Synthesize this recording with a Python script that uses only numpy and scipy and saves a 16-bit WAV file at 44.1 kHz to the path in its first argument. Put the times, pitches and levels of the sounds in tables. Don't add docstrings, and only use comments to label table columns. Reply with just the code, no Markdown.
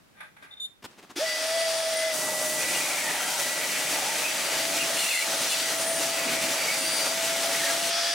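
import sys
import numpy as np
from scipy import signal
from scipy.fft import rfft, irfft
from scipy.io import wavfile

SR = 44100
rng = np.random.default_rng(int(sys.argv[2]) if len(sys.argv) > 2 else 0)


def dump(signal):
    limited = np.clip(np.atleast_2d(signal).T, -1, 1)
    pcm = np.round(limited * 32767).astype(np.int16)
    wavfile.write(sys.argv[1], SR, pcm)


N = 358974
TIME = np.arange(N) / SR
FREQ = np.maximum(np.arange(N // 2 + 1) * SR / N, 1)
ENTRY_S, RUN_UP_S = 1.155, 1.18
DEEP_FROM_S, DEEP_TO_S = 2.12, 7.91

# frequency_hz, gain_db
CUT_SPECTRUM = [(30, -27), (80, -23), (135, -5.5), (190, -1), (380, -0.5), (760, 3.5), (1040, -3.5),
                (1500, -0.5), (3300, 3), (7500, 0.5), (10000, -2), (11800, -7), (15800, -11.5)]
# frequency_hz, bandwidth_hz, gain_db
HOUSING_MODES = [(284, 43, 4), (563, 110, 3.5), (882, 58, 6), (1293, 520, 5), (5960, 310, 3.5)]
# time_s, level_db
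TEARING_LEVEL = [(1.2, -34), (2.1, -36), (2.55, -37.5), (2.62, -35), (4.3, -33.5), (5.6, -31), (5.9, -34.5),
                 (6.1, -33), (8.14, -31)]
# time_s, gain_db
BITE_RUMBLE = [(2.2, 8.5), (2.7, 10.5), (3.3, 8), (4.2, 9), (4.9, 10.5), (5.3, 12.5), (5.6, 7.5), (5.8, 11),
               (6.5, 10.5), (7.9, 9.5)]

def cutting(deep, grain_db=1.5, surge_db=0.9, crossovers_hz=(420, 1300, 6200)):
    tear_db, = curves(TEARING_LEVEL)
    bite_db, = curves(BITE_RUMBLE)
    shake_db = bite_db * deep - pinch_loss_db()
    ticks = noise() * undb(grain_db * walk(1600) + surge_db * walk(14))
    ticks = ticks + undb(-14) * reverberation(ticks, t60=.06)
    housing_db = sum(db * abs(resonance(hz, width)) ** 2 for hz, width, db in HOUSING_MODES)
    body = colour(CUT_SPECTRUM) * undb(housing_db)
    low, middle, upper = (1 / (1 + (FREQ / hz) ** 8) for hz in crossovers_hz)
    rumble = shaped(ticks, body * low) * undb(-56 + shake_db + 1.1 * walk(5))
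    slab = shaped(ticks, body * (middle - low)) * undb(-44 + .52 * shake_db + 1.32 * walk(6.2))
    tearing = shaped(ticks, body * (upper - middle)) * undb(tear_db - .22 * pinch_loss_db())
    dust = shaped(ticks, body * (1 - upper)) * undb(-39.5 + 6 * deep + .2 * walk(2.9))
    return rumble + slab + tearing + dust


# time_s, level_db
RASP_LEVEL = [(2.56, -48), (2.63, -40), (3.0, -37.5), (3.4, -40.5), (3.8, -35.5), (4.5, -38.5), (5.3, -43),
              (5.95, -47), (6.05, -36.5), (6.6, -36), (6.85, -39), (8.14, -51)]

def kerf_rasp(centre_hz=2216, bandwidth_hz=1150):
    level_db, = curves(RASP_LEVEL)
    band = abs(resonance(centre_hz, bandwidth_hz)) ** 2
    return shaped(noise(), band) * undb(level_db + 2 * walk(22))


# frequency_hz, bandwidth_hz, gain_db
FREE_MODES = [(1300, 86, 0.5), (1730, 160, 1), (3400, 200, 3.5), (5230, 1050, 0.5)]

def free_ring(growth_db_per_s=1):
    steel = sum(undb(db) * abs(resonance(hz, width)) ** 2 for hz, width, db in FREE_MODES)
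    return shaped(noise(), steel) * undb(-39.5 + growth_db_per_s * (TIME - ENTRY_S))


# pitch_hz, entry_level_db, decay_db_per_s
STEADY_MODES = [(1960, -44.5, 0.6), (4690, -45.5, 4), (8000, -53, -0.5), (9280, -47.5, 1.5)]
# start_s, end_s, pitch_hz, level_db
SINGING_SPELLS = [(1.23, 1.41, 1978, -33.5), (1.52, 1.69, 1970, -38), (1.24, 1.37, 4640, -39),
                  (1.3, 2.2, 9320, -41), (1.46, 1.82, 4663, -38), (1.93, 2.07, 9309, -36.5),
                  (1.91, 2.16, 2021, -37), (2.1, 2.95, 1964, -38), (2.55, 2.84, 9292, -43),
                  (3.3, 3.7, 1958, -38), (4.22, 4.78, 4656, -42), (5.45, 5.75, 4670, -42),
                  (4.85, 5.1, 9323, -41), (5.26, 5.48, 9320, -42), (5.73, 6.05, 9329, -36),
                  (6.02, 6.39, 4683, -41.5), (6.5, 6.93, 4675, -38), (6.8, 7.17, 4660, -34),
                  (6.68, 7.16, 9312, -36.5), (7.86, 8.25, 4682, -39), (7.3, 8.4, 9340, -44)]

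def blade_song(flat_share=.15, settle_s=.036, build_s=.023, wander_db=2, bend_share=.0023):
    out = np.zeros(N)
    run_up = 1 - flat_share * np.exp(-np.maximum(TIME - RUN_UP_S, 0) / settle_s)
    for hz, db, decay in STEADY_MODES:
        level_db = db - decay * (TIME - ENTRY_S) + wander_db * flutter(TIME, 9.9)
        pitch_hz = hz * run_up * (1 + .002 * flutter(TIME, 5))
        taken = sum(swell(TIME, (start + end) / 2, end - start)
                    for start, end, sung_hz, _ in SINGING_SPELLS if abs(sung_hz / hz - 1) < .05)
        out += oscillation(pitch_hz, level_db, waver_hz=11.35, shake_db=3) * np.maximum(1 - taken, 0)
    out *= held(RUN_UP_S, np.inf, build_s)
    for start, end, hz, db in SINGING_SPELLS:
        part = span(start, end)
        arch = swell(TIME[part], (start + end) / 2, end - start)
        pitch_hz = hz * (1 + bend_share * (arch - arch.mean()))
        sputters = start < DEEP_FROM_S and hz > 4000
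        dips_db = (6 if sputters else 1) * np.minimum(flutter(TIME[part], 40), 0)
        tone = oscillation(pitch_hz, db + dips_db, waver_hz=.004 * hz, shake_db=2, shake_hz=140)
        out[part] += np.tanh(4 * arch) * tone
    return out


# time_s, pitch_hz, level_db
WHINE_PATH = [(1.235, 675, -26.5), (1.31, 621, -40), (1.55, 658.7, -29.5), (2.1, 643, -30.5),
              (2.17, 626, -38), (2.55, 621, -37), (2.65, 622, -47.5), (4.2, 630.3, -45.5),
              (4.8, 666.5, -37.5), (5.7, 654.3, -41.5), (5.92, 657.5, -31.5), (6.1, 664.4, -37),
              (6.95, 646, -41), (7.2, 661.7, -35), (8.14, 683, -35)]

def machine_whine(flat_share=.47, settle_s=.022, pinch_share=.71, rough_db=1):
    hz, db = curves(WHINE_PATH)
    lag = np.exp(-np.maximum(TIME - RUN_UP_S, 0) / settle_s)
    pitch_hz = hz * (1 - flat_share * lag)
    tone = oscillation(pitch_hz, db - pinch_share * pinch_loss_db(), waver_hz=2.97, shake_db=1.55)
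    return (1 - lag) ** 2 * tone * undb(rough_db * walk(171))


# middle_s, length_s, pitch_hz, spread_hz, level_db
CATCHES = [(1.176, 0.032, 335, 30, -29.5), (2.755, 0.076, 2840, 90, -36), (3.27, .4, 3150, 50, -42),
           (3.217, 0.56, 854, 260, -38), (4.046, 0.28, 826, 220, -37.5), (4.268, 0.1, 2515, 260, -32),
           (4.81, 0.1485, 2568, 600, -34), (6.288, 0.13, 261.7, 25, -38), (6.615, 0.076, 2314, 180, -34),
           (6.698, 0.072, 2226, 70, -29)]
# middle_s, length_s, screech_db, rumble_loss_db
KERF_PINCHES = [(5.007, 0.1, -28.5, 5.5), (5.149, 0.27, -29.5, 14.5), (5.524, 0.093, -28.5, 6)]
# pitch_hz, spread_hz, gain_db
SCREECH_MODES = [(2810, 320, -7), (3510, 170, -11), (4240, 370, -8), (7320, 540, -9), (9430, 1400, -8),
                 (12200, 540, -19)]

def squeals(small_db=-43.5, small_count=28):
    screeches = [(middle, length, hz, spread, db + mode_db)
                 for middle, length, db, _ in KERF_PINCHES for hz, spread, mode_db in SCREECH_MODES]
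    small_catches = [(4.2 + 3.7 * when, .12, 1600 * 1.9 ** height, 350, small_db + 4 * strength)
                     for when, height, strength in rng.random((small_count, 3))]
    out = np.zeros(N)
    for middle, length, hz, spread, db in CATCHES + screeches + small_catches:
        part = span(middle - length / 2, middle + length / 2)
        envelope = undb(db) * np.sqrt(swell(TIME[part], middle, length))
        out[part] += envelope * stutter(TIME[part], hz, spread)
    return out


def pinch_loss_db():
    return sum(loss * np.sqrt(swell(TIME, middle, length)) for middle, length, _, loss in KERF_PINCHES)


# (time_s, pitch_hz, level_db)
BINDING_GLIDES = [(326.4, [(2.59, 2380, -39), (3.0, 2280, -38), (3.05, 1905, -37), (3.17, 1800, -39.5),
                  (3.2, 1520, -39), (3.42, 1397, -48)]), (299, [(4.97, 2880, -45), (5.11, 2695, -32),
                  (5.14, 2120, -31), (5.2, 2100, -34), (5.24, 2250, -29.5)]), (550, [(7.54, 2008, -34),
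                  (7.66, 1870, -34), (7.72, 1520, -37)])]

def binding():
    out = np.zeros(N)
    for spread, path in BINDING_GLIDES:
        hz, db = curves(path)
        part = span(path[0][0], path[-1][0])
        out[part] += undb(db[part]) * stutter(TIME[part], hz[part], spread)
    return out


# start_s, level_db, t60_s
IMPACTS = [(0.205, -47.5, 0.31), (.366, -57, 0.7), (.425, -54.5, 0.67)]
# frequency_hz, bandwidth_hz, gain_db
SLAB_MODES = [(614, 90, -9), (853, 65, -2), (1220, 96, -2), (1576, 150, 1.5), (2000, 220, -3),
              (2350, 260, -5.5), (3540, 460, -12.5), (10200, 1300, -21)]

def pencil_knocks(skirt=1.34, contact_db=-2, contact_s=.015):
    envelope = undb(-53.5) * swell(TIME, middle=.22, length=.19)
    for start, db, t60 in IMPACTS:
        contact = undb(contact_db) * swell(TIME, start + contact_s / 3, contact_s)
        decay = undb(-60 * np.maximum(TIME - start, 0) / t60)
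        envelope += undb(db) * (contact + decay) * (TIME > start)
    power = sum((undb(db) * abs(resonance(hz, width)) ** skirt) ** 2 for hz, width, db in SLAB_MODES)
    return shaped(rng.standard_normal((2, N)), np.sqrt(power)) * envelope


# start_s, end_s, level_db
STROKES = [(0.506, 0.546, -48.5), (0.565, 0.594, -53), (0.597, 0.666, -36.5)]
HARMONICS_DB = [-14, -14.5, -29]

def pencil_squeak(pitch_hz=3620, ramp_s=.0058, shake_db=3, jitter_rad=.24):
    press = sum(undb(db) * held(start, end, ramp_s) for start, end, db in STROKES)
    phase = 2 * np.pi * np.cumsum(pitch_hz * (1 + .007 * flutter(TIME, 300))) / SR
    phase += jitter_rad * flutter(TIME, 1000)
    overtones = sum(undb(db) * np.sin(k * phase) for k, db in enumerate(HARMONICS_DB, 2))
    tone = np.sqrt(2) * (np.sin(phase) + overtones * press / press.max())
    return tone * press * undb(shake_db * flutter(TIME, 300))


# middle_s, length_s, level_db
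SLIDES = [(0.442, 0.078, -53.5), (0.831, 0.022, -51), (0.853, 0.038, -38.5), (0.92, 0.048, -64),
          (0.993, 0.041, -50.5), (1.039, 0.056, -53.5), (1.109, 0.043, -46)]
# frequency_hz, gain_db
SLIDE_SPECTRUM = [(40, -20), (260, 8), (500, 0.5), (1100, -1), (3000, -5), (8000, -13.5), (15000, -23)]

def wood_scuffs(grain_db=3):
    strokes = sum(undb(db) * swell(TIME, middle, length) for middle, length, db in SLIDES)
    background = undb(-58) * held(.822, 1.2, .002)
    grit = noise() * undb(grain_db * walk(1100))
    return shaped(grit, colour(SLIDE_SPECTRUM)) * (strokes + background)


# frequency_hz, gain_db
AIR_SPECTRUM = [(30, -15), (170, -2.5), (400, -9.5), (1500, -13.5), (5000, -22), (15000, -29)]

def room_air(start_db=-58.5, fade_db_per_s=5):
    air = shaped(rng.standard_normal((2, N)), colour(AIR_SPECTRUM))
    return air * undb(start_db - fade_db_per_s * TIME)


def reverberation(x, t60):
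    t = TIME[:SR // 2]
    tail = rng.standard_normal(len(t)) * undb(-60 * t / t60) * (t > .003)
    return signal.fftconvolve(x, tail / np.linalg.norm(tail))[:N]


def oscillation(hz, db, waver_hz, shake_db, shake_hz=45):
    t = TIME[:len(db)]
    phase = 2 * np.pi * np.cumsum(hz + waver_hz * flutter(t, shake_hz)) / SR
    return np.sqrt(2) * np.sin(phase) * undb(db + shake_db * flutter(t, shake_hz))


def stutter(t, hz, spread_hz, gap_s=.006, ring_s=.04):
    width_hz = min(.05 * np.mean(hz), spread_hz / 2)
    centre_hz = np.broadcast_to(hz, t.shape)
    out = np.zeros(len(t))
    for i in range(0, len(t), int(gap_s * SR)):
        near = abs(t - t[i]) < ring_s / 2
        pitch_hz = centre_hz[i] + spread_hz * (rng.random() - .5)
        amplitude = flutter(t[near], width_hz) + 1j * flutter(t[near], width_hz)
        ring = amplitude * np.exp(2j * np.pi * pitch_hz * t[near])
        out[near] += undb(2 * rng.standard_normal()) * swell(t[near], t[i], ring_s) * ring.real
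    return unit(out)


def resonance(hz, width):
    return 1 / (1 + 1j * (FREQ ** 2 - hz ** 2) / (FREQ * width))


def colour(points):
    hz, db = np.transpose(points)
    return undb(np.interp(np.log(FREQ), np.log(hz), db))


def shaped(x, gain):
    return unit(irfft(rfft(x) * gain, N))


def noise():
    return rng.standard_normal(N)


def walk(rate):
    count = min(int(6 * rate * N / SR) + 2, len(FREQ))
    real, imaginary = rng.standard_normal((2, count))
    return unit(irfft((real + 1j * imaginary) / (1 + (FREQ[:count] / rate) ** 4), N))


def flutter(t, rate):
    steps = (t - t[0]) * rate
    levels = rng.standard_normal(int(steps[-1]) + 2)
    return np.interp(steps, np.arange(len(levels)), levels)


def curves(table):
    times, *columns = np.transpose(table)
    return [np.interp(TIME, times, column) for column in columns]


def swell(t, middle, length):
    out = np.zeros(len(t))
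    inside = span(middle - length / 2, middle + length / 2, t)
    out[inside] = np.cos(np.pi * (t[inside] - middle) / length) ** 2
    return out


def held(start, end, ramp_s):
    return np.clip(np.minimum(TIME - start, end - TIME) / ramp_s, 0, 1)


def span(start, end, t=TIME):
    return slice(*np.searchsorted(t, [start, end]))


def undb(db):
    return 10 ** (np.asarray(db) / 20)


def unit(x):
    return x / np.sqrt(np.mean(x ** 2))


# frequency_hz, gain_db
SIDE_SPECTRUM = [(60, -12), (160, -49), (380, -35.5), (700, -10.5), (2000, -9.5), (8000, -8)]

def scene(lean_db=-17, pencil_db=2.5, echo_db=-10):
    scuffs = wood_scuffs()
    deep = held(DEEP_FROM_S, DEEP_TO_S, ramp_s=.02)
    engaged = held(ENTRY_S, np.inf, ramp_s=.019)
    cut = (cutting(deep) + kerf_rasp() + free_ring() * (1 - deep)) * engaged
    mid = scuffs + cut + squeals() + binding() + blade_song() + machine_whine()
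    side = reverberation(mid, t60=.33) + undb(lean_db) * mid
    side = irfft(rfft(side) * colour(SIDE_SPECTRUM), N)
    squeak = signal.hilbert(pencil_squeak())
    pencil = pencil_knocks() + np.array([squeak.real, squeak.imag])
    air = room_air()
    echoes = np.array([reverberation(channel, t60=.27) for channel in pencil])
    distant_pencil = undb(pencil_db) * (pencil + undb(echo_db) * echoes)
    return np.array([mid + side, mid - side]) + distant_pencil + air


def record(dry, cutoff_hz=15800):
    return signal.sosfilt(signal.ellip(12, .1, 80, cutoff_hz, fs=SR, output="sos"), dry)


dry = scene()
out = record(dry)
dump(out)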